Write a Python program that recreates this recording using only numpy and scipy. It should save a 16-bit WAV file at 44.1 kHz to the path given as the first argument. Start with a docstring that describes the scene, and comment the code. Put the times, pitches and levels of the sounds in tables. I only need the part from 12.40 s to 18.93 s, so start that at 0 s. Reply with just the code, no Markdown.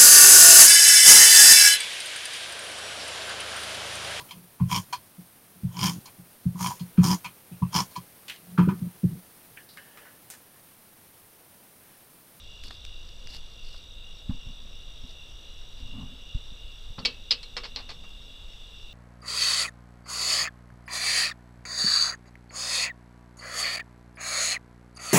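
"""Night in the open: crickets, air, rumble and a thin electronic whine run throughout, as coloured noise and tones.
From the start a rope rasps through the hands and ticks: coloured noise under pull envelopes, resonant snaps.
Cloth scuffs, and later soft bumps, reach a body-worn camera: shaped noise, pushes and ringing case modes.
Late on, the rope's end clatters on a utility vehicle's metal roof frame: noise bursts, modes and a panel hum."""
import sys
import numpy as np
from scipy import signal
from scipy.fft import rfft, irfft, next_fast_len
from scipy.io import wavfile
from scipy.ndimage import uniform_filter1d

SR = 44100
rng = np.random.default_rng(int(sys.argv[2]) if len(sys.argv) > 2 else 0)


def pcm_store(signal):
    """Save signal as 16-bit PCM."""
    levels = np.round(np.clip(np.atleast_2d(signal), -1, 1) * 32767)
    wavfile.write(sys.argv[1], SR, levels.astype(np.int16).T)


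N = 287973
T = np.arange(N) / SR


# Blows on the frame: [t/s, level/dB, ring/dB, favoured f/Hz, low tilt/dB, top tilt/dB, chatter/s]
BLOWS = [(4.582, -49.5, -7, 2800, 29, 4, .0087), (4.589, -37, 0, 4660, -17, -4, .0018),
         (4.650, -21.5, -2.5, 2400, 2.5, 0.5, .005), (4.908, -21.5, 9.5, 5000, -1.5, -3, .012),
         (5.030, -40, 5, 4000, 5, 12, .0017), (5.1667, -34, 6.5, 5270, 14, 5, .017),
         (5.235, -39, 3, 4540, 12.5, -2, .028), (5.3609, -29.5, -1.5, 3950, 3, -3, .0024),
         (5.371, -46, 0, 4100, 15, -9, .04), (5.491, -43, 8, 4500, 13, 4, .026),
         (5.638, -61.5, -12, 2300, 26.5, 14, .013)]
# Bounces of a hard blow: [delay/s, level re blow/dB, ring/dB, favoured f/Hz, chatter/s]
REBOUNDS = [(.0055, -.5, 4.5, 4300, .004), (.016, -11, 0, 2950, .003)]
HARD_BLOW_DB = -26


def landings():
    """Every blow; one above HARD_BLOW_DB bounces and lands again."""
    for s, db, ring_db, favoured_hz, low_db, top_db, chatter_s in BLOWS:
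        yield s, db, ring_db, favoured_hz, low_db, top_db, chatter_s
        if db > HARD_BLOW_DB:
            for delay_s, rebound_db, rebound_ring_db, rebound_hz, rebound_chatter_s in REBOUNDS:
                yield (s + delay_s, db + rebound_db, rebound_ring_db, rebound_hz,
                       low_db, top_db, rebound_chatter_s)


# Dense clatter of panels and fittings: [f/Hz, level/dB]
CLATTER_SPECTRUM = [(150, -22), (320, -26.5), (480, -15), (750, -16.5), (1100, -12.5), (1500, -17.5),
                    (2300, -7), (3400, -1.5), (4400, 3), (5200, -2.5), (6100, -15.5), (8500, -27.5),
                    (11000, -40), (15000, -56)]


def frame_clatter(t, chatter_s):
    """Dense contacts last for the chatter, then die away at a fast and a slow rate."""
    free_s = np.maximum(t - chatter_s, 0)  # since the last contact
    fade = undb(-60 * free_s / 0.07) + undb(-21) * undb(-60 * free_s / 0.27)
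    contacts = undb(1.7 * walk(734)[:len(t)] - 4.74 * np.minimum(t / chatter_s, 1))
    filter_gain = np.linalg.norm(shape(signal.unit_impulse(len(t)), CLATTER_SPECTRUM))
    return shape(rng.standard_normal(len(t)) * fade * contacts, CLATTER_SPECTRUM) / filter_gain


# Modes of the frame tubes: [f/Hz, relative level/dB, t60/s]
FRAME_MODES = [(487, -27, .3), (598, -32, .25), (1028, -29, .11), (1130, -31, .16), (1241, -29, .14),
               (1464, -25, .12), (1841, -26, .12), (1950, -22, .12), (2268, -15, .13), (2600, -25, .42),
               (2646, -19, .32), (2822, -10, .12), (2920, -17, .16), (3004, -20, .17), (3193, -8, .12),
               (3747, -11, .1), (3991, -17, .14), (4170, -6, .09), (4317, -17, .1), (4502, -6, .08),
               (4785, -20, .1), (4998, -7, .062), (5260, -19, .11), (5358, -22, .13), (7300, -35, .14)]


def frame_ring(t, favoured_hz):
    """Decaying tube modes; each blow lands elsewhere and favours other modes."""
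    hz, mode_db, t60_s = np.transpose(FRAME_MODES)[:, :, None]
    favour_db = 16 * np.exp(-((hz - favoured_hz) / 350) ** 2)
    share = undb(mode_db + favour_db + rng.standard_normal(hz.shape))
    tones = np.sin(2 * np.pi * (hz * t + rng.random(hz.shape)))
    modes = share * undb(-60 * t / t60_s) * tones
    return modes.sum(0) / np.linalg.norm(share) * (1 - np.exp(-t / 0.00054))


# Hollow roof panel: [f/Hz, level/dB]
PANEL_SPECTRUM = [(120, -20), (240, 2), (330, -9), (480, 5), (750, -21), (1100, -7), (2000, -12),
                  (5000, -42)]


def panel_hum(t):
    """The hollow roof panel builds up slowly and hums on after a blow."""
    fade = undb(-20.5 - 60 * t / 0.21)
    return noise(PANEL_SPECTRUM, size=len(t)) * fade * (1 - np.exp(-t / 0.016))


def knocks():
    """The rope's end chatters on the frame, leaving tubes ringing and roof humming."""
    out, t = np.zeros(N), T[:SR // 2]
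    for s, db, ring_db, favoured_hz, low_db, top_db, chatter_s in landings():
        ring = undb(ring_db - 0.5) * frame_ring(t, favoured_hz)
        blow = frame_clatter(t, chatter_s) + ring + panel_hum(t)
        tilt = [(1400, low_db), (3200, 0), (5300, 0), (8000, top_db)]
        add(out, s, undb(db) * shape(blow, tilt))
    return out + undb(-13) * scatter(low_pass(out, 4000), 0.18)


# Pulls through the hands: [t/s, length/s, level/dB]
ROPE_PULLS = [(.24, .038, -50), (.32, .02, -56), (.902, .067, -48), (1.245, .125, -55.5), (2.69, .02, -58),
              (3.398, .003, -52.5)]
# Light rustle between pulls, less once the rope is paid out: [t/s, level/dB]
RUSTLE = [(0, -62.5), (1.3, -60.5), (1.55, -66), (6.5, -65.5)]
# Sliding fibres: [f/Hz, level/dB]
SLIDE_SPECTRUM = [(300, -3), (1200, -10), (2500, -6.5), (3800, 1.5), (4700, 7.5), (6200, -8), (10000, -18),
                  (15000, -26)]
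PULL_ATTACK_S, PULL_RELEASE_S = .025, .055  # per 20 dB


def rope_slide():
    """Fibres rasp through the hands: fluctuating coloured noise under the pulls and rustle."""
    pulls = sum(undb(db) * burst(s, length_s, PULL_ATTACK_S, PULL_RELEASE_S)
                for s, length_s, db in ROPE_PULLS)
    rasp = noise(SLIDE_SPECTRUM) * unit(undb(3.2 * walk(600)))
    return rasp * np.hypot(pulls, curve(RUSTLE))


# Dry ticks of rope and gear: [t/s, peak level before trim/dB, centre f/Hz, t60/s]
ROPE_TICKS = [(.237, -35, 3700, .016), (.239, -42, 8600, .015), (.269, -46, 11500, .005),
              (.3076, -39, 1550, .016), (.309, -35.5, 3720, .023), (.451, -30, 4500, .008),
              (.464, -40, 4600, .008), (.494, -42, 4000, .006), (.69, -40, 4500, .0069),
              (.873, -30, 4900, .0041), (1.344, -45.5, 1310, .021), (1.896, -48, 2380, .067),
              (3.213, -55, 2200, .05), (3.473, -49, 5000, .015), (5.693, -45, 5540, .015),
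              (6.134, -46, 4700, .014)]
TICK_TRIM_DB = 3
TICK_CRACK_DB = 14  # first snap re the crackle after it


def rope_ticks():
    """Stiff bits snap: a crack and decaying crackle drive one broad resonance."""
    out, t = np.zeros(N), T[:SR // 10]
    for s, db, hz, t60_s in ROPE_TICKS:
        push = rng.standard_normal(len(t)) * undb(-60 * t / t60_s)
        push[0] = undb(TICK_CRACK_DB)
        resonance = [(hz / 10, -22), (hz * 0.41, -5), (hz, 0),
                     (hz * 1.11, -2), (hz * 1.38, -13), (hz * 10, -55)]
        snap = shape(push, resonance)
        add(out, s, undb(db + TICK_TRIM_DB) * snap / np.abs(snap).max())
    return out


# Bumps on the camera: [t/s, push level before the mount/dB, push/s, case ring/dB]
CAMERA_BUMPS = [(1.891, -17, .0038, -2.5), (1.91, -26, .033, -25), (1.942, -35, .0045, 0),
                (2.064, -29.5, .0065, -5), (2.633, -33, .0089, 0), (3.42, -27.5, .015, -8),
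                (3.945, -18.5, .0087, -14), (4.117, -37.5, .0043, -9), (4.236, -29.5, .021, -30),
                (4.498, -32, .009, -14), (4.582, -38, .004, 5), (4.626, -40, .004, 4)]
# Case modes: [f/Hz, level/dB, t60/s]
CASE_MODES = [(186, 0.5, 0.041), (246.6, -3, 0.078)]
MOUNT_HZ = 278


def camera_bumps():
    """Soft pushes recoil and ring the case; the soft mount low-passes both."""
    out, t = np.zeros(N), T[:SR // 5]
    case = sum(undb(mode_db - 60 * t / t60_s) * np.sin(2 * np.pi * hz * t)
               for hz, mode_db, t60_s in CASE_MODES)
    case = case * (1 - np.exp(-t / 0.006))
    for s, db, push_s, ring_db in CAMERA_BUMPS:
        press = np.sin(np.pi * np.minimum(t / push_s, 1)) ** 2
        recoil = np.sin(np.pi * np.clip((t - push_s / 2) / (2.7 * push_s), 0, 1)) ** 2
        add(out, s, undb(db) * (press - .5 * recoil + undb(ring_db) * case))
    return low_pass(out, MOUNT_HZ, order=8)


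# Clothing on the camera: [peak t/s, level/dB, rise per 20 dB/s, fall per 20 dB/s]
CLOTH_SCUFFS = [(.28, -48.5, .06, .07), (1.91, -35.5, .033, .028), (2.09, -47, .055, .067),
                (2.25, -55, .25, .14), (3.42, -51, .12, .14), (3.61, -37, .16, .15),
                (4.59, -41.5, .015, .17), (5.35, -58.5, 1.3, 2.2)]
# Rubbing cloth: [f/Hz, level/dB]
RUB_SPECTRUM = [(30, -0.5), (90, 1), (160, -1.5), (265, 0), (330, -24), (450, -26), (1100, -21),
                (1800, -40), (8000, -56)]


def cloth_scuffs():
    """Cloth rubs the camera in little jerks: coloured noise with a fluctuating level."""
    scuffs = [undb(db) * burst(s, 0, rise_s, fall_s) for s, db, rise_s, fall_s in CLOTH_SCUFFS]
    return noise(RUB_SPECTRUM) * unit(undb(1.7 * walk(90))) * np.linalg.norm(scuffs, axis=0)


def stridulate(hz, rate_hz, duty, fall, waver):
    """Each wing stroke draws a scraper over a file: a short tone that sinks as the wing slows."""
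    strokes = rng.random() + np.cumsum(rate_hz * (1 + .01 * walk(3))) / SR
    stroke = np.minimum(strokes % 1 / duty, 1)
    pitch_hz = hz * (1 + fall * (.5 - stroke) + waver * walk(60))
    return unit(np.sin(np.pi * stroke) * np.sin(2 * np.pi * np.cumsum(pitch_hz) / SR))


def chorus(hz, spread_hz, rate_hz, fall, waver, count):
    """Many far crickets, each on its own wavering pitch and pace."""
    voices = 0
    for place in np.linspace(-1, 1, count):
        pace_hz = rate_hz * rng.uniform(.7, 1.3) * undb(.8 * walk(9))
        voice_hz = hz + spread_hz * (place + .12 * walk(7))
        voice = stridulate(voice_hz, pace_hz, .85, fall, waver)
        voices = voices + voice * undb(2.7 * walk(8) - 3.2 * place ** 2)
    return unit(voices)


# Low chorus, in-step chirps over unbroken song: [t/s, chirp level/dB, unbroken level/dB]
LOW_CHORUS_LEVELS = [(0, -54, -60), (3, -55, -58.5), (6.5, -57, -57)]
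LOW_FIRST_S, LOW_PERIOD_S, LOW_CHIRP_S = .17, .372, .32
HIGH_CHORUS_DB = -52.5


def choruses():
    """Low crickets chirp in step over their own unbroken song; higher ones sing without a break."""
    in_step, unbroken = (curve(np.array(LOW_CHORUS_LEVELS)[:, [0, k]]) for k in (1, 2))
    chirps = in_step * chirping(LOW_FIRST_S, LOW_PERIOD_S, LOW_CHIRP_S)
    low = chorus(2818, 85, 45, .035, .01, count=10) * np.hypot(chirps, unbroken)
    high = chorus(3615, 270, 60, .06, .011, count=18) * undb(HIGH_CHORUS_DB)
    return low + high


# Nearest insect: [t/s, level/dB]
TRILL_LEVELS = [(0, -65), (3.3, -64.5), (4.8, -67), (5.9, -70), (6.5, -68.5)]
# Middle of each break in the trill: [t/s]
TRILL_BREAK_TIMES_S = [.298, 1.595, 1.866, 3.548, 3.755, 4.266, 4.953, 5.775, 6.0]
TRILL_BREAK_S = .104


def near_trill():
    """The nearest insect trills, weaker overall with time, and breaks off now and then."""
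    singing = np.all([abs(T - s) > TRILL_BREAK_S / 2 for s in TRILL_BREAK_TIMES_S], axis=0)
    level = uniform_filter1d(singing * curve(TRILL_LEVELS), SR // 200)
    return stridulate(5745, 53, .66, 0.069, .004) * level


# Bouts of the second insect: [first chirp t/s, end t/s]
BOUTS = [(1.775, 4.5), (5.26, 6.55)]
CHIRP_PERIOD_S, CHIRP_S = .287, .1
CHIRP_START_DB, CHIRP_FADE_DB_PER_S = -63.5, 2.1


def faint_chirper():
    """A second insect chirps at an even pace, in bouts that start strong and fade."""
    bouts = 0
    for first_s, end_s in BOUTS:
        active = (T > first_s - CHIRP_S) * (T < end_s)
        level = undb(CHIRP_START_DB - CHIRP_FADE_DB_PER_S * (T - first_s))
        bouts = bouts + chirping(first_s, CHIRP_PERIOD_S, CHIRP_S) * active * level
    return stridulate(5455, 30, 0.94, 0.022, 0.0091) * bouts


# Still night air and microphone hiss: [f/Hz, relative level/dB per Hz]
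AIR_SPECTRUM = [(60, 3), (150, -1), (330, -2), (520, 1), (800, -5.5), (1300, -5.5), (2000, -11.5),
                (3100, -2.5), (4700, -12.5), (5400, -10), (6200, -13.5), (7500, -19.5), (10000, -25),
                (15000, -33.5)]


def night_air():
    """Steady coloured noise with a slight drift in level."""
    return noise(AIR_SPECTRUM) * undb(-57.5 + 0.35 * walk(2.49))


# Low rumble: [f/Hz, relative level/dB per Hz]
RUMBLE_SPECTRUM = [(5, -13.5), (13, 4), (28, -4.5), (45, -11), (70, -17), (110, -26), (200, -33.5),
                   (500, -59)]


def rumble():
    """Slow buffeting at the microphone: low noise with a slight drift in level."""
    return noise(RUMBLE_SPECTRUM) * undb(-41.5 + 0.4 * walk(4.1))


WHINE_HZ, FRAME_RATE_HZ = 7882, 60


def camera_whine():
    """Electronic lines spaced by the frame rate, weaker away from the centre."""
    whine = 0
    for k in np.arange(-3, 3) + .5:
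        phase = (WHINE_HZ + k * FRAME_RATE_HZ) * T + rng.random()
        whine = whine + undb(-69 - 12.1 * abs(k)) * np.sin(2 * np.pi * phase)
    return whine


def undb(db):
    """Decibels to gain."""
    return 10 ** (np.asarray(db) / 20)


def unit(x):
    """Scale to an rms of one."""
    return x / np.sqrt(np.mean(x ** 2))


def curve(rows):
    """Gain over time from [t/s, level/dB] rows."""
    return undb(np.interp(T, *np.transpose(rows)))


def shape(x, points):
    """Causal minimum-phase filter through [f/Hz, level/dB] points."""
    hz, db = np.transpose(points)
    size = next_fast_len(len(x) + 2048)
    f_hz = np.maximum(np.arange(size // 2 + 1) * SR / size, 1)
    gain = undb(np.interp(np.log(f_hz), np.log(hz), db))
    cepstrum = irfft(np.log(gain), size)
    cepstrum[1:] *= 2  # fold to minimum phase
    response = np.exp(rfft(cepstrum[:size // 2], size))
    return irfft(rfft(x, size) * response, size)[:len(x)]


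def noise(points, size=N):
    """Coloured noise of rms one."""
    return unit(shape(rng.standard_normal(size), points))


def low_pass(x, hz, order=2):
    """Causal Butterworth low-pass."""
    return signal.sosfilt(signal.butter(order, hz, "low", fs=SR, output="sos"), x)


def walk(rate_hz):
    """Smooth random wander of rms one: random steps, averaged twice."""
    k = max(int(SR / rate_hz), 1)
    steps = np.repeat(rng.standard_normal(N // k + 1), k)
    return unit(uniform_filter1d(uniform_filter1d(steps, k), k)[:N])


def add(track, s, sound):
    """Mix a sound into the track at time s."""
    i = max(int(s * SR), 0)
    track[i:i + len(sound)] += sound[:max(N - i, 0)]


def scatter(x, t60_s):
    """Diffuse reflections from trees and ground: a decaying noise tail."""
    t = T[:SR // 2]
    tail = rng.standard_normal(len(t)) * undb(-60 * t / t60_s)
    return signal.fftconvolve(x, tail / np.linalg.norm(tail))[:N]


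def burst(start_s, length_s, attack_s, release_s):
    """Gain that rises, holds and dies away; attack and release are per 20 dB."""
    before_s = np.maximum(start_s - T, 0)
    after_s = np.maximum(T - start_s - length_s, 0)
    return undb(-20 * (before_s / attack_s + after_s / release_s))


def chirping(first_s, period_s, length_s):
    """Rounded bursts at an even pace, one of them centred on first_s."""
    off_centre_s = (T - first_s + period_s / 2) % period_s - period_s / 2
    return np.cos(np.pi * np.clip(off_centre_s / length_s, -.5, .5))


def scene():
    """Everything at the one microphone."""
    rope_and_frame = knocks() + rope_slide() + rope_ticks()
    handling = camera_bumps() + cloth_scuffs()
    insects = choruses() + near_trill() + faint_chirper()
    background = night_air() + rumble() + camera_whine()
    return (rope_and_frame + handling + insects + background)[None]


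TOP_HZ = 15200


def record(dry):
    """Steep elliptic low-pass: the recorder cuts the top."""
    return signal.sosfilt(signal.ellip(8, .2, 70, TOP_HZ, fs=SR, output="sos"), dry)


dry = scene()
out = record(dry)
pcm_store(out)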